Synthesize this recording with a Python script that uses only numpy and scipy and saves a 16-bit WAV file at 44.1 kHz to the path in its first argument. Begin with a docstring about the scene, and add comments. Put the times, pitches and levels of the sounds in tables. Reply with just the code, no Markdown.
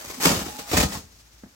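"""Over a low hum and a light rustle in a small basement, the joint of a stove pipe starts to scrape. A first
shove cracks it loose: the edges clash, the pipe knocks and rings, the thin wall booms. The joint squeaks
faintly and groans until a second shove sets off another crack and rattle. Last, the rustle starts to fade and a
soft bump follows. Slips are random impulses, clashes, cracks and rustle shaped noise, rings and booms damped
modes, thuds gliding sines, squeak and groans wavering ones."""
import sys
import numpy as np
from scipy import signal
from scipy.fft import rfft, irfft, next_fast_len
from scipy.io import wavfile
from scipy.ndimage import map_coordinates

SR = 44100
rng = np.random.default_rng(int(sys.argv[2]) if len(sys.argv) > 2 else 0)


def master(y):
    """Save y as 16-bit WAV."""
    cut = np.clip(np.atleast_2d(y).T, -1, 1)
    pcm = np.round(cut * 32767)  # scale
    wavfile.write(sys.argv[1], SR, pcm.astype(np.int16))


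N = 68355  # samples


def amp(db):
    """Decibels to gain."""
    return 10 ** (np.asarray(db) / 20)


def unit(x):
    """Scaled to rms 1."""
    return x / np.sqrt(np.mean(x ** 2) + 1e-20)


def along(points, hz):
    """Values read off (frequency, value) points on a log frequency axis."""
    f, v = np.transpose(points)
    return np.interp(np.log(hz + 1), np.log(f + 1), v)


def curves(rows):
    """One value per sample for each column after the time."""
    s, *columns = np.transpose(rows)
    return [np.interp(np.arange(N) / SR, s, column) for column in columns]


def wobble(rate):
    """A continuous random curve, rate knots a second."""
    return map_coordinates(rng.standard_normal(4096), [np.arange(N) * rate / SR], mode="mirror")


def filtered(x, response):
    """x shaped by a response of frequency."""
    m = next_fast_len(N + SR // 2)
    hz = np.fft.rfftfreq(m, 1 / SR)
    return irfft(rfft(x, m) * response(hz), m)[..., :N]


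# stereo width: (frequency [Hz], left-right likeness [0 to 1])
ALIKE = [(100, 0.96), (250, 0.87), (600, 0.24), (2000, 0.057), (4500, 0.24), (8000, 0.28), (13000, 0.88)]


def mid_side_gains(hz):
    """Mid and side gains that make left and right as alike as the table asks."""
    turn = np.arccos(np.clip(along(ALIKE, hz), -1, 1)) / 2
    return np.array([np.cos(turn), np.sin(turn)])


def stereo(pair, spectrum):
    """Two unrelated signals become a coloured, partly alike left and right of rms 1."""
    mid, side = filtered(pair, lambda hz: amp(along(spectrum, hz)) * mid_side_gains(hz))
    return unit(np.array([mid + side, mid - side]))


def noise(spectrum):
    """Coloured stereo noise of rms 1."""
    return stereo(rng.standard_normal((2, N)), spectrum)


def tail(x, t60s, count=12):
    """A dense ring, new for each stretch of sound; each frequency dies at its own speed."""
    out = np.zeros((2, N))
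    for k in range(count + 1):
        # overlapping triangles cross-fade from one stretch to the next
        share = np.maximum(1 - np.abs(np.arange(N) * count / N - k), 0)
        hz, t, z = signal.stft(rng.standard_normal((2, SR // 3)), SR, nperseg=256)
        decay = amp(-60 * t / along(t60s, hz)[:, None])
        mid, side = signal.istft(z * mid_side_gains(hz)[:, :, None] * decay, SR, nperseg=256)[1]
        answer = np.array([mid + side, mid - side])
        answer = answer / np.linalg.norm(answer[0])
        inside = np.flatnonzero(share)
        start = inside[0]
        ring = signal.fftconvolve((x * share)[:, inside], answer, axes=1)[:, :N - start]
        out[:, start:][:, :ring.shape[1]] += ring
    return out


def bursts(blows, attack_s, hold_s, t60_s):
    """Joint envelope of (s, dB) blows, added in power: attack, hold, decay."""
    s, db = np.transpose(blows)[:, :, None]
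    age = np.maximum(np.arange(N) / SR - s, 0)
    attack = 1 - np.exp(-age / attack_s)
    decay = amp(db - 60 * np.maximum(age - hold_s, 0) / t60_s)
    return np.linalg.norm(attack * decay, axis=0)


def thuds(blows, attack_s, t60_s, bend, settle_s):
    """Each (s, dB, Hz) blow is a few damped swings that start sharp and sag to their pitch."""
    out, t = np.zeros(N + SR), np.arange(SR // 4) / SR
    envelope = (1 - np.exp(-t / attack_s)) * amp(-60 * t / t60_s)
    for s, db, hz in blows:
        # the pitch starts at (1 + bend) times hz
        cycles = hz * (t + bend * settle_s * (1 - np.exp(-t / settle_s)))
        out[round(s * SR):][:len(t)] += amp(db) * envelope * np.sin(2 * np.pi * cycles)
    return out[:N]


def struck(blows, modes, attack_s, scatter_db, detune):
    """Each (s, dB) blow rings the modes anew, a little differently in level and pitch."""
    out, t = np.zeros(N + SR), np.arange(SR // 2) / SR
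    hz, level, t60 = np.transpose(modes)[:, :, None]
    for s, db in blows:
        size, shift = rng.standard_normal((2, len(modes), 1))
        decay = amp(db + level + scatter_db * size - 60 * t / t60)
        ring = decay * np.sin(2 * np.pi * hz * (1 + detune * shift) * t)
        out[round(s * SR):][:len(t)] += ring.sum(0) * (1 - np.exp(-t / attack_s))
    return out[:N]


# sliding of the joint, before the contact gain: (time [s], level [dB])
SLIDE = [(0, -43), (.08, -44), (.106, -40), (.15, -45.5), (.195, -43.5), (.222, -30), (.246, -23),
         (.31, -30.5), (.375, -37.5), (.41, -37.5), (.52, -45.5), (.575, -45), (.6, -41), (.65, -51),
         (.69, -41.5), (.735, -32), (.76, -38), (.772, -25), (.815, -29), (.875, -43), (.955, -38),
         (1.04, -60.5), (1.15, -97)]
# colour of the scrape, bass then the rest: (frequency [Hz], relative level [dB per Hz])
SCRAPE_LOW = [(40, -12), (120, -10), (250, -3.5)]
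SCRAPE = [(500, -2.5), (1100, -1), (2000, -2), (3300, -5), (5500, -3.5), (8000, -4.5), (12000, -11.5)]
SLIPS_PER_S, SLIP_SPREAD_DB = 6000, 3
JUDDER_DB, JUDDER_PER_S = 1.2, 110


def scrape():
    """The joint slides in thousands of tiny slips, juddering as it goes; it has little bass."""
    level_db, = curves(SLIDE)
    slip_size = amp(SLIP_SPREAD_DB * rng.standard_normal(N))
    slips = (rng.random(N) < SLIPS_PER_S / SR) * slip_size
    grit = stereo(slips * rng.standard_normal((2, N)), SCRAPE_LOW + SCRAPE)
    return grit * amp(level_db + JUDDER_DB * wobble(JUDDER_PER_S))


# metal-on-metal knocks; the clash comes before the contact gain:
# (time [s], clash of the edges [dB], thud of the wall [dB], settled thud pitch [Hz])
KNOCKS = [(0.098, -42, -34.5, 276), (.2, -43, -31, 199), (.2535, -23, -9, 270), (.2665, -25, -12, 190),
          (0.291, -25, -30, 243), (.301, -32, -16, 205), (.312, -28, -15, 210), (.329, -33, -15, 200),
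          (.345, -32, -28, 300), (0.361, -32.5, -24, 276), (.39, -36.5, -27, 322), (.414, -40.5, -23, 197),
          (.46, -39, -27, 278), (0.481, -42, -28, 195), (.588, -38, -34, 230), (0.713, -32, -32, 216),
          (.73, -29, -13.5, 326), (.739, -29, -17, 272), (0.756, -32, -22, 293), (.7688, -23, -14, 205),
          (.7805, -31.5, -9.5, 190), (.8, -24.5, -24, 198), (0.8055, -32, -17, 220),
          (.827, -25, -20.5, 355), (.8325, -34, -12, 210), (0.858, -56, -23.5, 260),
          (0.92, -37.5, -48, 259), (.953, -42, -32.5, 278), (.97, -61, -31.5, 189)]
# colour of the clash, bass then the rest: (frequency [Hz], relative level [dB per Hz])
CLASH_LOW = [(60, -28), (130, -26), (190, -2), (280, 0)]
CLASH = [(500, 4), (1200, -1.5), (2200, -3.5), (4000, -5), (7000, -8), (12000, -16)]


def clashes():
    """At each knock the loose edges chatter for a moment and settle."""
    blows = [(s, clash_db) for s, clash_db, _, _ in KNOCKS]
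    return bursts(blows, attack_s=.0005, hold_s=.0079, t60_s=.073) * noise(CLASH_LOW + CLASH)


# dense upper modes of the wall: (frequency [Hz], t60 [s])
SHEET_T60 = [(200, 0.37), (1500, 0.056), (6000, 0.23), (15000, 0.047)]


def sheet_ring(contact):
    """Scrape and clashes set the sheet shimmering in a dense ring of upper modes."""
    return amp(-4) * tail(contact, SHEET_T60)


# modes of the pipe: (frequency [Hz], relative level [dB], t60 [s])
PIPE = [(176.1, 1.5, 0.2), (203, -9, 0.477), (262.6, -3, 0.17), (296.5, -16.5, 0.46), (445, -4.5, 0.21),
        (593.8, -13.5, 0.25), (744, -12.5, 0.28), (790, -15, 0.35), (1036, -10.5, 0.23), (1155, -17, 0.39),
        (1247.4, -2.5, 0.13), (1500, -12, 0.1), (1880, -20, 0.25), (2270, -18, 0.19)]
# the wall flexes: (time [s], level [dB])
FLEXES = [(.07, -39.5), (.28, -33), (.311, -28), (.328, -36), (.366, -26.5), (.416, -32), (.47, -32),
          (.51, -37), (.711, -29), (.735, -23), (.748, -19.5), (.779, -24), (.798, -16), (.843, -14),
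          (.9, -45), (.95, -32.5), (.97, -34), (1.04, -42)]
# low modes of the flexing wall: (frequency [Hz], relative level [dB], t60 [s])
BOOM = [(64.7, -1.5, 0.063), (81.7, -1.5, 0.12), (110, -1.5, 0.062)]
THUD_LAG_S = .002  # thud and ring after the clash
RING_DB = -16  # ring of the pipe relative to its thud


def pipe_body():
    """Each knock dents the wall with a thud and rings the pipe; the wall booms as it flexes."""
    blows = [(s + THUD_LAG_S, thud_db, hz) for s, _, thud_db, hz in KNOCKS]
    thud = thuds(blows, attack_s=.0012, t60_s=.045, bend=.45, settle_s=.003)
    hits = [(s, db) for s, db, _ in blows]
    ring = amp(RING_DB) * struck(hits, PIPE, attack_s=.002, scatter_db=2.5, detune=.012)
    boom = struck(FLEXES, BOOM, attack_s=.0048, scatter_db=3, detune=.077)
    return ring + thud + boom


# the joint lets go at the height of each shove: (time [s], level [dB])
CRACKS = [(.2536, -11.3), (.772, -20)]
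# colour of the crack: (frequency [Hz], relative level [dB per Hz])
CRACK = [(100, -16), (280, -5), (500, -1.5), (900, 4), (1400, 4.5), (2400, 0), (4000, -6), (8000, -5.5),
         (15000, -12.5)]


def cracks():
    """Short, hard snaps of the sheet as the stuck joint gives way: noise that stops almost at once."""
    return bursts(CRACKS, attack_s=.0002, hold_s=.005, t60_s=.015) * noise(CRACK)


# squeak of the joint: (time [s], pitch [Hz], level [dB])
SQUEAK = [(.39, 805, -54), (.43, 836, -43), (.452, 805, -46), (.485, 848, -44.5), (.53, 840, -44),
          (.59, 822, -43), (.612, 812, -46), (.635, 828, -44.5), (.68, 820, -48), (.72, 810, -54)]
SQUEAK_WAVER, SQUEAK_FLUTTER_DB = .028, 1.7  # waver as a share of the pitch


def squeak():
    """A thin, unsteady tone between the shoves, where the metal sticks and slips."""
    hz, level_db = curves(SQUEAK)
    t = np.arange(N) / SR
    phase = 2 * np.pi * np.cumsum(hz * (1 + SQUEAK_WAVER * wobble(260))) / SR
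    sounding = (t > SQUEAK[0][0]) * (t < SQUEAK[-1][0])
    return sounding * np.sin(phase) * amp(level_db + SQUEAK_FLUTTER_DB * wobble(87.4))


# short groans of the joint: (time of the peak [s], half-length [s], pitch [Hz], level [dB])
GROANS = [(.188, .012, 265, -34.5), (.207, .007, 810, -35), (.555, .02, 255, -44), (.69, .02, 660, -48),
          (.741, .014, 715, -27), (.956, .012, 875, -35), (.958, .01, 1050, -34)]
GROAN_WAVER = .06  # share of the pitch


def groans():
    """Brief rough tones as the joint binds: wavering sines that swell and fade."""
    t = np.arange(N) / SR
    out = np.zeros(N)
    for s, half_s, hz, db in GROANS:
        phase = 2 * np.pi * np.cumsum(hz * (1 + GROAN_WAVER * wobble(300))) / SR
        swell = np.exp(-((t - s) / half_s) ** 2)
        out += amp(db) * swell * np.sin(phase)
    return out


# a soft bump and its rebounds: (time [s], thump level [dB], settled pitch [Hz])
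BUMPS = [(1.4338, -22, 175), (1.4585, -32, 200), (1.471, -38, 215)]
# colour of the dull tap: (frequency [Hz], relative level [dB per Hz])
BUMP_TAP = [(90, 5), (200, 1), (450, 3), (750, -3), (1000, -10), (1350, -6), (1900, -8), (2400, -24),
            (8000, -50)]
TAP_DB = -16.5  # tap relative to the thump level


def bump():
    """A soft bump after the pipe has come to rest: a dull tap and a falling thump."""
    blows = [(s, db) for s, db, _ in BUMPS]
    tap = amp(TAP_DB) * bursts(blows, attack_s=.001, hold_s=0, t60_s=.06) * noise(BUMP_TAP)
    thump = thuds(BUMPS, attack_s=.008, t60_s=.047, bend=1.6, settle_s=.0036)
    return tap + thump


# reverberation of the basement: (frequency [Hz], t60 [s])
ROOM_T60 = [(100, 0.58), (1000, 0.53), (12000, 0.38)]


def room(dry):
    """The close walls answer with a diffuse tail."""
    return amp(-18) * tail(dry, ROOM_T60)


# colour of the still air: (frequency [Hz], relative level [dB per Hz])
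FLOOR = [(20, -31), (55, 8.5), (100, 4.5), (200, -8), (500, -13), (1500, -10.5), (16000, -27)]
# colour of the rustle: (frequency [Hz], relative level [dB per Hz])
RUSTLE = [(300, 9.5), (1000, 2), (2800, 4), (6000, 9.5), (9000, 1.5), (16000, -6.5)]
HUM_HZ, HUM_DB, FLOOR_DB = 56.5, -59.5, -58.5
RUSTLE_DB, RUSTLE_SWING_DB = -55.5, 2.16
RUSTLE_FADE_S, RUSTLE_FADE_DB_PER_S = 1.366, 24  # start and speed of the fade


def background():
    """Steady low hum, still air and a light rustle of handling that starts to fade near the end."""
    t = np.arange(N) / SR
    hum = amp(HUM_DB) * unit(np.sin(2 * np.pi * HUM_HZ * t + .12 * wobble(8.4)))
    air = amp(FLOOR_DB) * noise(FLOOR)
    fade_db = RUSTLE_FADE_DB_PER_S * np.maximum(t - RUSTLE_FADE_S, 0)
    rustle_db = RUSTLE_DB + RUSTLE_SWING_DB * wobble(51.64) - fade_db
    return hum + air + amp(rustle_db) * noise(RUSTLE)


# stereo balance: (frequency [Hz], left minus right [dB])
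BALANCE = [(100, 2), (250, 1.5), (600, -3), (1200, -1.5), (2500, -2), (4800, 3.5), (8000, 4), (13000, -3)]
LEFT_LAG_S, LAG_UP_TO_HZ = .00016, 12400  # above this the phase offset stays constant
CONTACT_DB = 3.5  # gain of scrape, clashes and sheet ring


def placed(sound):
    """Level and arrival time are split between the ears, half to each side; the left lags."""
    sides = np.array([[.5], [-.5]])

    def response(hz):
        lag_cycles = np.minimum(hz, LAG_UP_TO_HZ) * sides * LEFT_LAG_S
        return amp(sides * along(BALANCE, hz)) * np.exp(-2j * np.pi * lag_cycles)

    return filtered(sound, response)


def scene():
    """The pipe lies a little to the right, between close walls."""
    contact = scrape() + clashes()
    metal = amp(CONTACT_DB) * (contact + sheet_ring(contact))
    dry = metal + cracks() + pipe_body() + squeak() + groans() + bump()
    return placed(dry + room(dry) + background())


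def record(dry):
    """The microphone loses the deepest bass and everything above its band limit."""
    low_cut = signal.butter(4, 42, "high", fs=SR, output="sos")
    return filtered(signal.sosfilt(low_cut, dry), lambda hz: hz < 16000)


dry = scene()
out = record(dry)
master(out)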